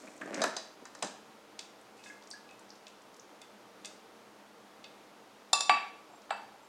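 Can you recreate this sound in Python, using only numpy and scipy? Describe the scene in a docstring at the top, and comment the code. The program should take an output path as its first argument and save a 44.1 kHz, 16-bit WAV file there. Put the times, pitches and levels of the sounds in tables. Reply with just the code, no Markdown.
"""A glass carafe slides out of a coffee maker and is swirled, its plastic lid and handle ticking;
its rim clinks a glass mug, which knocks and shuffles on a stone counter.
Glass and plate are struck banks of decaying modes, ticks and knocks are filtered crackles, rubbing is
filtered grains; filtered noise makes the hum of the quiet hard kitchen, which answers with a flutter
echo and a short tail."""
import sys
import numpy as np
from scipy import signal
from scipy.fft import rfft, irfft, next_fast_len
from scipy.io import wavfile
from scipy.ndimage import uniform_filter1d, map_coordinates

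SR = 44100
rng = np.random.default_rng(int(sys.argv[2]) if len(sys.argv) > 2 else 0)


def inscribe(sig):
    """Save sig as 16-bit PCM at rate SR to the path in sys.argv[1].

    A 1-D sig is mono; a 2-D sig holds one channel per row.
    Samples are clipped to [-1, 1] before scaling.
    """
    pcm = np.round(np.clip(np.atleast_2d(sig).T, -1, 1) * 32767)
    wavfile.write(sys.argv[1], SR, pcm.astype(np.int16))


def gain_from_db(level_db):
    """Turn a decibel level (scalar or array-like) into a linear amplitude factor."""
    decades = np.asarray(level_db, float) / 20
    return 10 ** decades


N = 294588  # length in samples


def unit(x):
    """Scale to rms 1."""
    return x / np.sqrt(np.mean(x ** 2) + 1e-20)


def along(points, hz):
    """Read a curve of (Hz, value) points on a log frequency axis."""
    f, v = np.transpose(points)
    return np.interp(np.log(hz + 1), np.log(f + 1), v)


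def gains(rows):
    """One gain per sample for each dB column, silent outside the table."""
    s, *columns = np.transpose(rows)
    t = np.arange(N) / SR
    return [gain_from_db(np.interp(t, s, db, left=-120, right=-120)) for db in columns]


def stroke(s, db, rise, fall):
    """A gain that swells to db at s and fades, straight in dB; rise and fall are seconds per 20 dB."""
    t = np.arange(N) / SR - s
    return gain_from_db(db - 20 * np.maximum(-t / rise, t / fall))


def filtered(x, response):
    """Shape the spectrum of x by a complex response of frequency."""
    m = next_fast_len(len(x) + 8192)
    spectrum = rfft(x, m) * response(np.fft.rfftfreq(m, 1 / SR))
    return irfft(spectrum, m)[:len(x)]


def bell(hz, centre_hz, octaves):
    """A bell-shaped weight on a log frequency axis."""
    distance = np.log2((hz + 1) / centre_hz) / octaves
    return np.exp(-.5 * distance ** 2)


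def resonances(peaks):
    """Causal response of (Hz, width Hz, dB) resonances, summed with alternating signs."""
    def response(f):
        total = 0
        for k, (centre, width, db) in enumerate(peaks):
            damping = 1j * f * width
            total = total + (-1) ** k * gain_from_db(db) * damping / (centre * centre - f * f + damping)
        return total
    return response


def grit(rate, spread_db):
    """Sparse grains of uneven size, on average rate a second."""
    hits = rng.random(N) < rate / SR
    return hits * rng.standard_normal(N) * gain_from_db(spread_db * rng.standard_normal(N))


def add(mix, s, sound, near_db=0):
    """Put a sound and its room answer into the mix at s seconds."""
    part = mix[round(s * SR):]
    wet = kitchen(sound, near_db)[:len(part)]
    part[:len(wet)] += wet


def struck(blows, pitches, modes, rise, blur_hz=0, near_db=0):
    """Each blow wakes the modes near its own pitch most; loose contact blurs their pitch."""
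    mix, t = np.zeros(N), np.arange(SR // 2) / SR
    hz = np.array(pitches)[:, None]
    level, t60 = np.transpose(modes)[:, :, None]
    for s, db, centre_hz, octaves in blows:
        luck = rng.standard_normal((2, len(modes), 1))  # uneven level and random sign per mode
        size = gain_from_db(db + level + luck[0]) * np.sign(luck[1]) * bell(hz, centre_hz, octaves)
        # a random walk of phase in steps of 50 samples, smoothed
        walk = rng.standard_normal((len(modes), len(t) // 50)).cumsum(1).repeat(50, 1)
        wander = np.sqrt(2 * np.pi * blur_hz / SR) * walk * 50 ** .5
        phase = 2 * np.pi * hz * t + uniform_filter1d(wander, size=50)
        ring = size * gain_from_db(-60 * t / t60) * np.sin(phase)
        add(mix, s, ring.sum(0) * (1 - np.exp(-t / rise)), near_db)
    return mix


def bursts(rows, rise):
    """Contacts without a clear ring, rows of (s, dB, Hz, octaves, decay s): a dying crackle round one pitch."""
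    mix, t, lead = np.zeros(N), np.arange(SR // 8) / SR, SR // 100
    for s, db, hz, octaves, decay_s in rows:
        shape = (1 - np.exp(-t / rise)) * gain_from_db(-60 * (t / decay_s) ** 1.5)
        z = rfft(shape * rng.standard_normal(len(t)))
        crackle = np.sqrt(shape) * irfft(z / np.abs(z), len(t))  # flattened: no chance peaks to ring on
        # the lead leaves room for the filter's spread ahead of the contact
        puff = filtered(np.pad(crackle, (lead, 0)), lambda f: bell(f, hz, octaves))
        add(mix, s - lead / SR, gain_from_db(db) * puff * np.linalg.norm(shape) / np.linalg.norm(puff))
    return mix


def carafe():
    """The glass body rings on through its modes; the banded rim clinks, mostly with quick decays."""
    # blows on the body: start_s, level_db (ahead of mode levels), push_centre_hz, push_width_octaves
    body_blows = [(1.59, -45.5, 3280, .68), (1.99, -48, 2560, 0.17), (2.06, -44, 1900, 0.56),
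                  (2.099, -34.5, 1760, .26), (2.303, -48, 8400, .15), (2.311, -39, 4500, 0.11),
                  (2.335, -36.5, 1650, .12), (2.489, -50.5, 2600, .11), (2.51, -46.5, 2580, .1),
                  (2.868, -48.5, 2840, 0.29), (3.416, -50.5, 3100, 0.68), (3.847, -41, 3800, 0.8),
                  (4.841, -45, 3200, .68)]
    # body mode pitches: pitch_hz
    body_hz = [1655, 2112, 2580, 2832, 3505, 3700, 4400, 4565, 4829, 8430]
    # body mode strengths: level_db, t60_s
    body_modes = [(-5.5, 0.15), (-4, 0.082), (-3.5, 0.1), (-9, 0.098), (-1, 0.09), (-6.5, 0.1), (-16, 0.12),
                  (-8, 0.13), (-13, 0.25), (-5, 0.25)]
    # blows on the rim: start_s, level_db (ahead of mode levels), push_centre_hz, push_width_octaves
    rim_blows = [(5.531, -23, 5500, 2.7), (5.606, -31.5, 5500, 1.7)]
    # rim mode pitches: pitch_hz
    rim_hz = [3400, 3607, 3989, 4323, 4468, 4840, 5115, 5254, 5631, 5771, 6406, 7155, 7241, 7311, 8059,
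              8775, 9076, 10110, 13150, 13650]
    # rim mode strengths: level_db, t60_s
    rim_modes = [(-0.5, 0.038), (6.5, 0.045), (5.5, 0.022), (2.5, 0.042), (4, 0.02), (0, 0.06), (1, 0.055),
                 (-19, .08), (0, 0.045), (-25, 0.65), (-22, .1), (11, 0.03), (-19, 0.038), (-29, .2),
                 (-6, 0.037), (-10.5, 0.21), (0.5, 0.046), (-8, 0.072), (-18, .06), (-20, .08)]
    body = struck(body_blows, body_hz, body_modes, rise=.001, blur_hz=14)
    return body + struck(rim_blows, rim_hz, rim_modes, rise=.001, blur_hz=4)


def slide():
    """The carafe base drags over the hot plate: slips shake plate and glass base, finer grit hisses."""
    # drag levels over time: time_s, grind_db, hiss_db
    drag_levels = [(0.0, -58, -59), (0.05, -53, -63), (0.085, -46.5, -63), (0.124, -62.5, -64),
                   (0.2, -60, -72), (0.216, -44.5, -63), (0.26, -43.5, -68), (0.378, -41, -66),
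                   (0.415, -36.5, -59)]
    # resonances of plate and housing: centre_hz, width_hz, level_db
    plate_peaks = [(188, 110, 5.5), (294, 105, 12), (481, 57, 10), (610, 120, 10.5), (1190, 81, -18)]
    grind, hiss = gains(drag_levels)
    plate = unit(filtered(grit(350, spread_db=1.5), resonances(plate_peaks)))
    base = unit(filtered(grit(250, spread_db=4), lambda f: bell(f, 1600, .45)))
    fine = unit(filtered(grit(3800, spread_db=4.5), lambda f: bell(f, 6400, 0.61)))
    base_db = -8  # glass base against the plate
    return kitchen(grind * (plate + gain_from_db(base_db) * base) + hiss * fine)[:N]


def hot_plate():
    """Blows on the steel plate wake its modes, strongly blurred in pitch."""
    # blows: start_s, level_db (ahead of mode levels), push_centre_hz, push_width_octaves
    plate_blows = [(.076, -32.5, 2530, 0.16), (.215, -30.5, 1780, 0.38), (.418, -29, 3550, 4),
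                   (.438, -23.5, 1490, 0.95), (.565, -30, 4530, 0.87), (.854, -45, 3000, 0.69),
                   (.951, -50, 3000, 1.6), (1.024, -32.5, 2980, 1.2)]
    # mode pitches: pitch_hz
    steel_hz = [590, 1045, 1250, 1590, 1776, 2500, 3950, 4650, 5000, 6250, 8100]
    # mode strengths: level_db, t60_s
    steel_modes = [(9, 0.079), (-6.5, 0.15), (0.5, 0.053), (-6, 0.16), (-5.5, 0.14), (-6.5, 0.026),
                   (-9, 0.13), (-9.5, 0.086), (-7, 0.11), (-6, 0.1), (-31, 0.066)]
    return struck(plate_blows, steel_hz, steel_modes, rise=.001, blur_hz=110)


def ticks():
    """Short crackles: clear ticks, and a faint rattle of the loose lid at chance moments of the swirl."""
    # ticks of lid, handle and drip valve, and the crack of each clink:
    # start_s, level_db, centre_hz, width_octaves
    tick_rows = [(0.1644, -52, 8800, .3), (0.177, -52, 7100, .25), (0.213, -52, 7050, .4),
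                 (0.2578, -52, 7140, .36), (0.343, -33, 5600, .5), (0.4171, -25, 5150, 0.56),
                 (0.425, -39, 4850, 0.35), (0.4373, -25, 6000, 1), (0.5657, -29.5, 5000, 0.58),
                 (0.853, -44.5, 6620, 0.3), (0.949, -44.5, 6000, .52), (0.9894, -52, 4500, 0.61),
                 (1.0245, -27.5, 7100, 0.39), (1.046, -37, 6740, 0.31), (1.071, -41, 3700, 0.62),
                 (1.591, -32.5, 4280, 0.74), (1.8118, -56, 8690, .34), (2.0376, -46.5, 3540, 0.76),
                 (2.272, -49, 5700, .49), (2.3028, -43, 8300, 0.35), (2.3112, -36.5, 5000, 0.28),
                 (2.4897, -53, 3500, .45), (2.509, -55, 6150, 0.55), (2.5925, -50, 7660, 0.67),
                 (2.692, -56, 5240, .37), (2.703, -44, 5070, .24), (2.8672, -43, 3750, .6),
                 (3.165, -52, 6810, 1), (3.1953, -46, 6000, 0.18), (3.4154, -44.5, 7150, .98),
                 (3.8467, -38.5, 3860, .95), (3.8556, -35.5, 6800, 0.49), (4.8413, -43, 3800, 0.53),
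                 (5.5299, -21, 7000, 0.62), (5.607, -29.5, 5230, .92), (5.6964, -38, 4020, 0.31),
                 (5.696, -34, 7800, 0.17), (6.218, -55, 5000, .4), (6.305, -34, 3300, .38),
                 (6.306, -42, 7700, 0.089)]
    first_s, last_s, count = 1.9, 3.2, 8
    rattle = []
    for when, size, pitch in rng.random((count, 3)):
        s = first_s + (last_s - first_s) * when
        rattle.append((s, -54 + 6 * (size - .5), 5500 * 2 ** (pitch - .5), .45))
    decay_s = 0.019
    return bursts([(*row, decay_s) for row in tick_rows + rattle], rise=0.00091)


def knocks():
    """Dull crackles: rumbling bumps of the drag and knocks, with slower low booms under some of them."""
    # rumbling bumps of the dragged carafe, then knocks on the machine's housing and the counter:
    # start_s, level_db, centre_hz, decay_s
    knock_rows = [(0.212, -43, 1630, 0.052), (0.258, -35, 297, 0.025), (0.298, -40, 795, 0.01),
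                  (0.319, -37.5, 356, 0.04), (0.3419, -40.5, 2120, 0.025), (0.364, -35, 507, 0.011),
                  (0.417, -43, 540, 0.052), (0.437, -34, 577, .054), (0.439, -30.5, 1830, 0.027),
                  (0.564, -37, 690, 0.043), (0.822, -43, 347, 0.023), (0.853, -46.5, 1240, 0.036),
                  (0.95, -48, 1170, 0.032), (1.0237, -35.5, 2820, 0.042), (1.025, -33, 720, 0.079),
                  (1.046, -38, 623, 0.031), (5.531, -27.5, 750, 0.028), (5.605, -35, 790, 0.021),
                  (5.6945, -13, 2460, 0.0076), (6.294, -45, 910, .018), (6.308, -34.5, 950, 0.091)]
    # booms of the machine's hollow body and the counter: start_s, level_db, centre_hz
    boom_rows = [(0.073, -55, 298), (0.212, -43, 203), (0.436, -34, 305), (1.024, -38, 205),
                 (5.696, -41, 237)]
    knock_octaves = 0.6
    boom_octaves, boom_decay_s = 0.61, 0.13
    dull = [(s, db, hz, knock_octaves, decay_s) for s, db, hz, decay_s in knock_rows]
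    low = [(*row, boom_octaves, boom_decay_s) for row in boom_rows]
    return bursts(dull, rise=0.00042) + bursts(low, rise=0.014)


def mug():
    """The glass wall rings bright and long; the foot answers lower, shorter and more blurred."""
    # blows on the wall: start_s, level_db (ahead of mode levels), push_centre_hz, push_width_octaves
    wall_blows = [(5.531, -15.5, 1900, 0.48), (5.606, -33, 2580, 0.38), (5.695, -19, 2480, 12),
                  (6.307, -32.5, 2550, .55), (6.309, -30, 10000, 0.34)]
    # wall mode pitches: pitch_hz
    wall_hz = [1152, 2627, 2659, 2700, 4640, 7499, 8877, 10750, 12610]
    # wall mode strengths: level_db, t60_s
    wall_modes = [(1, .31), (-11, .3), (-11, .36), (-14, .12), (-12, .44), (-21, .15), (-29, .2),
                  (-30, .22), (-28, .18)]
    # blows on the foot: start_s, level_db (ahead of mode levels), push_centre_hz, push_width_octaves
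    foot_blows = [(5.531, -22.5, 694, 1), (5.606, -35, 800, 1.1), (5.695, -14, 1100, 1.74),
                  (6.307, -22, 910, 0.76)]
    # foot mode pitches: pitch_hz
    foot_hz = [690, 775, 820, 860, 910, 965, 1350, 1500, 1750, 1930, 2230, 2320, 3450, 3830]
    # foot mode strengths: level_db, t60_s
    foot_modes = [(-7.5, 0.043), (5, 0.027), (2.5, 0.022), (-10, 0.11), (-12, 0.14), (-41, 0.14),
                  (0.5, 0.023), (-11, 0.063), (11.5, 0.01), (-2, 0.017), (3.5, 0.022), (0, 0.029),
                  (-14, 0.017), (-3.5, 0.042)]
    wall = struck(wall_blows, wall_hz, wall_modes, rise=.0006, blur_hz=2, near_db=4)
    return wall + struck(foot_blows, foot_hz, foot_modes, rise=.0015, blur_hz=15)


def shuffle():
    """The mug rubs on the counter: grains wake its foot and, a little later, one high wall mode."""
    # one row a stroke: peak_s, rub_db, singing_db
    rub_strokes = [(6.145, -52, -64), (6.56, -57, -80), (6.635, -59, -68)]
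    rise_s, fall_s, sing_lag_s = .06, 0.028, 0.017  # rise and fall per 20 dB
    rub = sum(stroke(s, db, rise_s, fall_s) for s, db, _ in rub_strokes)
    sing = sum(stroke(s + sing_lag_s, db, rise_s, fall_s) for s, _, db in rub_strokes)
    foot = unit(filtered(grit(1500, spread_db=2), lambda f: bell(f, 800, .25)))
    wall = unit(filtered(grit(1500, spread_db=2), lambda f: bell(f, 7500, .015)))
    return rub * foot + sing * wall


def swish():
    """A short fizz of fine grains that swells quickly and fades slower."""
    # one row a swell: peak_s, level_db
    fizz_swells = [(1.972, -62), (2.046, -57)]
    rise_s, fall_s = 0.011, 0.15  # per 20 dB
    fizz = unit(filtered(grit(4000, spread_db=1), lambda f: bell(f, 6000, .7)))
    gain = sum(stroke(s, db, rise_s, fall_s) for s, db in fizz_swells)
    return kitchen(gain * fizz)[:N]


def air():
    """Room tone of filtered noise; its humming bands waver, the rest wavers less."""
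    # spectrum of the room tone: pitch_hz, relative level_db per Hz
    tone_curve = [(25, -25), (80, -19), (120, -25.5), (165, -23), (210, -9), (400, -0.5), (860, -2.5),
                  (1300, -4.5), (1700, -9.5), (3500, -14), (6800, -19.5), (7400, -22.5), (11000, -26),
                  (15900, -33)]
    # humming bands of the room: centre_hz, width_hz, level_db
    hum_bands = [(120, 14, -12), (207, 16, 0), (308, 18, -1), (465, 18, -3), (620, 20, -5), (772, 16, -4),
                 (905, 22, -7)]
    waver_db = map_coordinates(rng.standard_normal(80), [np.arange(N) * 9 / SR])  # 9 random points a second
    tone = unit(filtered(rng.standard_normal(N), lambda f: gain_from_db(along(tone_curve, f))))
    hum = unit(filtered(rng.standard_normal(N), resonances(hum_bands)))
    air_db, hum_db = -57.5, -5.5  # the hum is set against the tone
    return gain_from_db(air_db) * (gain_from_db(.4 * waver_db) * tone + gain_from_db(hum_db + waver_db) * hum)


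def kitchen(x, near_db=0):
    """Direct sound, flutter echo and a fresh diffuse tail that dies band by band; near_db lowers the answer."""
    # decay of the tail: pitch_hz, t60_s
    tail_decay = [(200, 0.51), (800, 0.48), (2500, 0.55), (6000, 0.46), (12000, 0.27)]
    # one round trip between two hard walls: trip_s, lost_db
    wall_trip = (0.019, -16.5)
    trip_s, lost_db = wall_trip
    hz, t, z = signal.stft(rng.standard_normal(SR // 2), SR, nperseg=256)
    fade = gain_from_db(-60 * t / along(tail_decay, hz)[:, None])
    tail = signal.istft(z * fade, SR, nperseg=256)[1]
    tail *= 1 - np.exp(-np.arange(len(tail)) / SR / 0.0032)  # soft onset
    tail_db = -6.5
    answer = gain_from_db(tail_db) * tail / np.linalg.norm(tail)
    for trip in (1, 2, 3):
        answer[round(trip * trip_s * SR)] += gain_from_db(trip * lost_db)
    answer *= gain_from_db(-near_db)
    answer[0] = 1  # direct sound
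    return signal.fftconvolve(x, answer)


def scene():
    """All sources share one microphone colour; the mug's wall ring is drier, its shuffle has no room
    answer; room tone is added after."""
    # colour of the microphone: pitch_hz, level_db
    mic_curve = [(40, -16), (110, -12.5), (200, -2.5), (8000, -1), (11000, -10.5), (16000, -22)]
    sources = carafe() + slide() + hot_plate() + ticks() + knocks() + mug() + shuffle() + swish()
    coloured = filtered(sources, lambda f: gain_from_db(along(mic_curve, f)))
    return (coloured + air())[None]


def top_cut(x):
    """Nothing passes above the cut-off."""
    return signal.sosfilt(signal.butter(12, 16030, fs=SR, output="sos"), x)


def record(dry):
    """Deliver the finished mix."""
    return top_cut(dry)


dry = scene()
out = record(dry)
inscribe(out)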